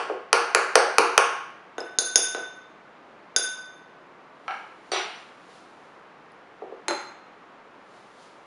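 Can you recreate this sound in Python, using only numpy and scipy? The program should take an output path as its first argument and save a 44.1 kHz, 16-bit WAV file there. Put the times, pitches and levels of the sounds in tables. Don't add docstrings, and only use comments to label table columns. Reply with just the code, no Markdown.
import sys
import numpy as np
from scipy import signal
from scipy.fft import rfft, irfft
from scipy.io import wavfile
from scipy.ndimage import uniform_filter1d

SR = 44100
rng = np.random.default_rng(int(sys.argv[2]) if len(sys.argv) > 2 else 0)


def wrap_up_sound(samples):
    columns = np.atleast_2d(samples).T
    tamed = np.clip(columns, -1, 1)
    steps = np.round(tamed * 32767).astype(np.int16)
    wavfile.write(sys.argv[1], SR, steps)


def volts_from_db(level):
    exponent = np.asarray(level, float) / 20
    return 10 ** exponent


N = 373080


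# f/Hz, density/dB
HUM_SPECTRUM = [(25, -16.5), (70, -25.5), (150, -7.5), (330, -2), (1170, -2), (2300, -12), (9460, -41),
                (11900, -54.5)]
HUM_DB = -53
FLOOR_KNOCKS = [
    (0.328, -0.5, 0.5, 2, -3),
    (0.547, -2.5, 1.5, 2.5, -2.5),
    (0.754, 1.5, 0, 2, -3.5),
    (0.982, 1.5, -0.5, 1, -3.5),
    (1.177, 1, 0.5, -0.5, -2.5),
]
EARLIER_KNOCK = [
    (-0.062, -6, 0.014, 1, -4),
]
# f/Hz, level/dB, t60/s
HELD_BOWL = [(367, -9, 0.0091), (545, -9, 0.014), (808, -7.5, 0.014), (1237, 0, 0.0058), (1630, 0, 0.0066),
             (2333, -6.5, 0.007), (2870, -5, 0.0039), (3668, -12, 0.0035), (4460, -8, 0.0045),
             (6000, -7, 0.0028), (6780, -13, 0.003), (8540, -12, 0.0037), (10240, -14, 0.0039),
             (11200, -14.5, 0.0019)]
# f/Hz, level/dB, t60/s
TABLE_HUM = [(378, -6.5, .35), (474, -2.5, 0.39), (697, -5, .3), (693, -4.5, 0.45), (828.3, 0.5, 0.34),
             (1092, -1, 0.77), (1261.3, -3.5, 0.51), (1390, -7, .45), (1450, -5, 0.47), (1700, -4, 0.45),
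             (1950, -8.5, 0.53), (4300, -20, .06)]
FINGER_BLOWS = [
    (0.097, -7.5, 7, -6, 0),
    (6.619, -22.5, 1.1, 1.5, 0),
    (6.721, -26, 1, -3.5, 0),
]
# f/Hz, level/dB, t60/s
WOOD = [(264.6, -9.5, 0.024), (390, -0.5, 0.025), (515, -4, 0.035), (742, -6.5, 0.018),
        (1200, -17.5, 0.014)]
# t/s, thud level/dB, ring level/dB, brightness/(dB/octave), third mode extra level/dB
RIM_TAPS = [
    (1.781, -16.5, -44, -6.5, -0.5),
    (1.986, -19, -37.5, 2, 5),
    (2.157, -15.5, -34.5, 3, 3),
    (2.347, -17, -39, -5.5, -7),
    (3.362, -20, -33, 1, 2),
]
# f/Hz, level/dB, t60/s, split/Hz, free twin level/dB, free twin t60/s
RIM = [(1516, 2, .15, -8.5, -4.5, 0.93), (3587, 5, 0.059, -12, -11, .45),
       (6378, 3.4, 0.098, -14.5, -18, 0.41), (9750, -0.84, 0.074, 9.5, -15, .36)]
# f/Hz, level/dB, t60/s
SPOON = [(2260, -16, 0.0019), (3030, 0, 0.0012), (4130, -4.5, 0.0054), (4834, -12, 0.069),
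         (5430, -15.5, .05), (5150, 3.5, 0.0036), (6600, 2, 0.019), (7060, 1, 0.0039),
         (8560, -12.5, 0.0053), (8950, -19.5, 0.06), (10400, -10.5, 0.0026), (11050, -11.5, 0.037)]
# f/Hz, level/dB, t60/s
THUD = [(296, -8.5, 0.027), (480, -8, 0.025), (697, -9.5, 0.023), (1115, -5.5, 0.0041), (1700, -12, .006),
        (2880, -19, 0.0051)]
CHATTER = [
    (1.8033, -33.5, -1, -13.5, 0),
]
# f/Hz, level/dB, t60/s
HANDLE = [(5135, 1.5, 0.041), (7750, -8, 0.0095), (11040, -18, 0.062)]
TICKS = [
    (3.745, -96, 10, -4, 10),
    (3.76, -94, 10, -4, 10),
    (3.778, -97, 10, -4, 10),
    (6.318, -44, -8, -10, -8),
]
# f/Hz, level/dB, t60/s
TICK_STEEL = [(4600, 0, .005), (5200, -2, .005), (9600, -3, .01), (10300, 0, .012)]
LAID = [
    (4.479, -29, 0.5, 6, -2),
    (4.507, -30, -1.5, 3.5, -1.2),
]
# f/Hz, level/dB, t60/s
LAID_ON = [(790, 0, 0.023), (1330, 0.5, 0.019), (1640, -1, 0.033), (2250, -2, 0.017), (2980, -2, 0.0077),
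           (4200, -7.5, 0.0053), (5770, -18, 0.012), (8500, -27, 0.0045), (11300, -28, .005)]
# t/s of the fastest movement, level/dB
SLEEVE_SWELLS = [(4.54, -65), (4.88, -69.5), (5.2, -65.5), (5.54, -62), (5.85, -76), (7.96, -66),
                 (8.23, -63)]
SLEEVE_RISE_DB_S, SLEEVE_FALL_DB_S = 104, 59
# f/Hz, level/dB
CLOTH = [(1500, -46.5), (2800, 1.5), (4000, 1.5), (7000, -7), (11000, -13.5)]
ROCKS = [
    (4.917, -20.5, -5, 9.5, 0),
    (4.933, -23.5, -7, 14, 0.0076),
    (4.959, -22, -5, 10, 0),
    (4.976, -29, -2, 4, 0),
]
# f/Hz, level/dB, t60/s
DISH = [(391, -14, 0.047), (736, -6, 0.016), (1250, 1.5, 0.005), (2080, -1.5, 0.0038), (2800, -3.5, 0.0053),
        (3270, -4.5, 0.0052), (3920, -3.5, 0.0037), (5500, -10.5, 0.0035), (7060, -19, 0.0018),
        (9400, -28, 0.0022)]
DISH_BLOW = [
    (4.916, -23, -2, -6.5, 0),
]
# f/Hz, level/dB, t60/s
DISH_RING = [(4543, -1, 0.077), (4802, -27, .3), (5860, -9, 0.42), (8680, -15, 0.079), (8960, -24.5, 0.46),
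             (10980, -22, 0.13)]
TOUCH = [
    (6.881, -21, 3.5, 5, 0),
    (6.907, -24, -1, -6.5, 0),
]
# f/Hz, level/dB, t60/s
TWO_BOWLS = [(236, 2, 0.046), (364, -2.5, 0.05), (572, -6.5, 0.054), (860, -0.5, 0.03), (1380, 3, 0.01),
             (2050, 5, 0.0049), (2620, 5.5, 0.0017), (3670, -9.5, 0.013), (4105, -14.5, 0.08),
             (4190, -10, 0.039), (4830, -5, 0.0026), (6480, -15, 0.056), (7470, -14, 0.012),
             (9900, -20, 0.029)]
# f/Hz, t60/s
KITCHEN_T60 = [(250, 0.36), (500, 0.43), (1000, 0.69), (2000, 0.77), (4000, 0.62), (8000, 0.5),
               (12000, .35)]
# f/Hz, level/dB
MIC = [(100, -32.5), (230, -21.5), (350, -3.5), (10500, 2.5), (11500, -16.5), (12200, -55)]
# f/Hz, level/dB
PORT_NOTCH = [(7100, 2.5), (7600, 3), (7900, -5), (8300, 0.5), (8800, 2.5)]
CEILING = 1.0
FLIGHT_S = 0.0012
TABLE_ECHO_S, TABLE_ECHO_DB, TABLE_ECHO_DULL = 0.0016, -6.5, -0.5


def on_log(hz, points):
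    points_hz, values = np.array(points).T
    return np.interp(np.log(hz + 1), np.log(points_hz), values)


def colour(x, points):
    gain = volts_from_db(on_log(np.fft.rfftfreq(len(x), 1 / SR), points))
    return irfft(rfft(x) * gain, len(x))


def causal(x, points):
    gain = volts_from_db(on_log(np.fft.rfftfreq(2048, 1 / SR), points))
    cepstrum = irfft(np.log(gain))
    cepstrum[1:1024] *= 2
    cepstrum[1025:] = 0
    response = irfft(np.exp(rfft(cepstrum)))[:1024]
    return signal.fftconvolve(x, response)[:len(x)]


def add(track, sound, s):
    i = int(round((s + FLIGHT_S) * SR))
    part = sound[max(-i, 0):N - i]
    start = max(i, 0)
    track[start:start + len(part)] += part


def ring(hz, db, t60):
    length_s = min(1.2 * np.max(t60), 1)
    t = np.arange(int(length_s * SR))[:, None] / SR
    sense = (-1.) ** np.arange(len(hz))
    decay = volts_from_db(-60 * t / np.maximum(t60, 0.002))
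    return np.sin(2 * np.pi * hz * t) * decay @ (sense * volts_from_db(db))


def kitchen(build_s=0.0012):
    t = np.arange(int(0.9 * SR)) / SR
    octave = np.log2(np.fft.rfftfreq(len(t), 1 / SR) + 1)
    band_octave = np.log2(np.array(KITCHEN_T60)[:, 0])
    arrivals = rfft(rng.standard_normal(len(t)))
    tail = np.zeros(len(t))
    for k, (hz, t60) in enumerate(KITCHEN_T60):
        share = np.interp(octave, band_octave, np.arange(len(KITCHEN_T60)) == k)
        tail += irfft(arrivals * share, len(t)) * volts_from_db(-60 * t / t60) / np.sqrt(t60)
    tail *= 1 - np.exp(-t / max(build_s, 1e-4))
    return tail / np.sqrt(np.sum(tail ** 2))


def strikes(events, modes, scatter_db=2.0, moved=0.45, echo_db=-9):
    hz, db, t60 = np.transpose(modes)
    chance = rng.standard_normal((len(events), len(modes)))
    octaves = np.log2(hz / 1500)
    heard, usual = np.zeros(N), kitchen()
    for (s, blow_db, bright, room_db, room_bright), luck in zip(events, chance):
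        struck_db = blow_db + db + scatter_db * luck
        answer = np.cos(moved) * usual + np.sin(moved) * kitchen()
        direct = ring(hz, struck_db + bright * octaves, t60)
        echo = ring(hz, struck_db + echo_db + (bright + TABLE_ECHO_DULL) * octaves, t60)
        to_room = ring(hz, struck_db + room_db + room_bright * octaves, t60)
        add(heard, direct, s)
        add(heard, echo, s + TABLE_ECHO_S)
        add(heard, signal.fftconvolve(to_room, answer), s)
    return heard


def hum(sway_db=0.4):
    air = colour(rng.standard_normal(N), [(12, -61)] + list(HUM_SPECTRUM) + [(18000, -110)])
    step = SR // 3
    drift = np.repeat(rng.standard_normal(N // step + 1), step)
    sway = uniform_filter1d(drift, step)[:N]
    return air / np.std(air) * volts_from_db(HUM_DB + sway_db * sway)


def knocks(table_db=-34):
    humming = [(hz, db + table_db, t60) for hz, db, t60 in TABLE_HUM]
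    blows = list(EARLIER_KNOCK) + list(FLOOR_KNOCKS)
    return strikes(blows, list(HELD_BOWL) + humming, scatter_db=2.2, moved=0.4, echo_db=TABLE_ECHO_DB)


def fingers():
    return strikes(FINGER_BLOWS, WOOD)


def rim_taps(ring_db=4, crack_db=17, thud_db=3, ring_room_db=1.5, crack_room_db=-5, thud_room_db=3.0):
    hz, rim_db, t60, split, twin_db, twin_t60 = np.transpose(RIM)
    spoon_hz, spoon_db, spoon_t60 = np.transpose(SPOON)
    thud_hz, body_db, thud_t60 = np.transpose(THUD)
    pair_hz, pair_t60 = np.r_[hz, hz + split], np.r_[t60, twin_t60]
    bowl, crack, thud = np.zeros((3, N))
    scatter = rng.standard_normal((len(RIM_TAPS), len(SPOON)))
    for (heard_s, low_db, tap_db, bright, belly_db), luck in zip(RIM_TAPS, scatter):
        s = heard_s - FLIGHT_S / 2
        db = tap_db + rim_db + bright * np.log2(hz / hz[0]) + belly_db * (hz == hz[2])
        add(bowl, ring(pair_hz, np.r_[db, db + twin_db] + ring_db, pair_t60), s)
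        add(crack, ring(spoon_hz, spoon_db + db[3] + crack_db + 4.6 * luck, spoon_t60), s)
        add(thud, ring(thud_hz, body_db + low_db + thud_db, thud_t60), s)
    sent = volts_from_db(ring_room_db) * bowl + volts_from_db(crack_room_db) * crack + volts_from_db(thud_room_db) * thud
    return bowl + crack + thud + signal.fftconvolve(sent, kitchen())[:N]


def handle_chatter():
    return strikes(CHATTER, HANDLE)


def steel_ticks():
    return strikes(TICKS, TICK_STEEL)


def spoon_laid_down():
    return strikes(LAID, LAID_ON)


def sleeves():
    t = np.arange(N) / SR
    swell = np.zeros(N)
    for s, db in SLEEVE_SWELLS:
        below_db = np.where(t < s, SLEEVE_RISE_DB_S * (s - t), SLEEVE_FALL_DB_S * (t - s))
        swell += volts_from_db(db - below_db)
    hiss = colour(rng.standard_normal(N), CLOTH)
    return swell * hiss / np.std(hiss)


def rocking_dish():
    return strikes(DISH_BLOW, DISH_RING) + strikes(ROCKS, DISH)


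def bowls_touch():
    return strikes(TOUCH, TWO_BOWLS)


def scene():
    spoon_and_bowl = knocks() + rim_taps() + handle_chatter() + steel_ticks() + spoon_laid_down()
    around = fingers() + sleeves() + rocking_dish() + bowls_touch()
    housed = causal(spoon_and_bowl + around, MIC)
    return causal(housed + hum(), PORT_NOTCH)[None]


def top_cut(x):
    return signal.sosfilt(signal.butter(12, 12090, fs=SR, output="sos"), x)


def record(dry):
    mix = np.clip(dry, -CEILING, CEILING)
    return top_cut(mix)


dry = scene()
out = record(dry)
wrap_up_sound(out)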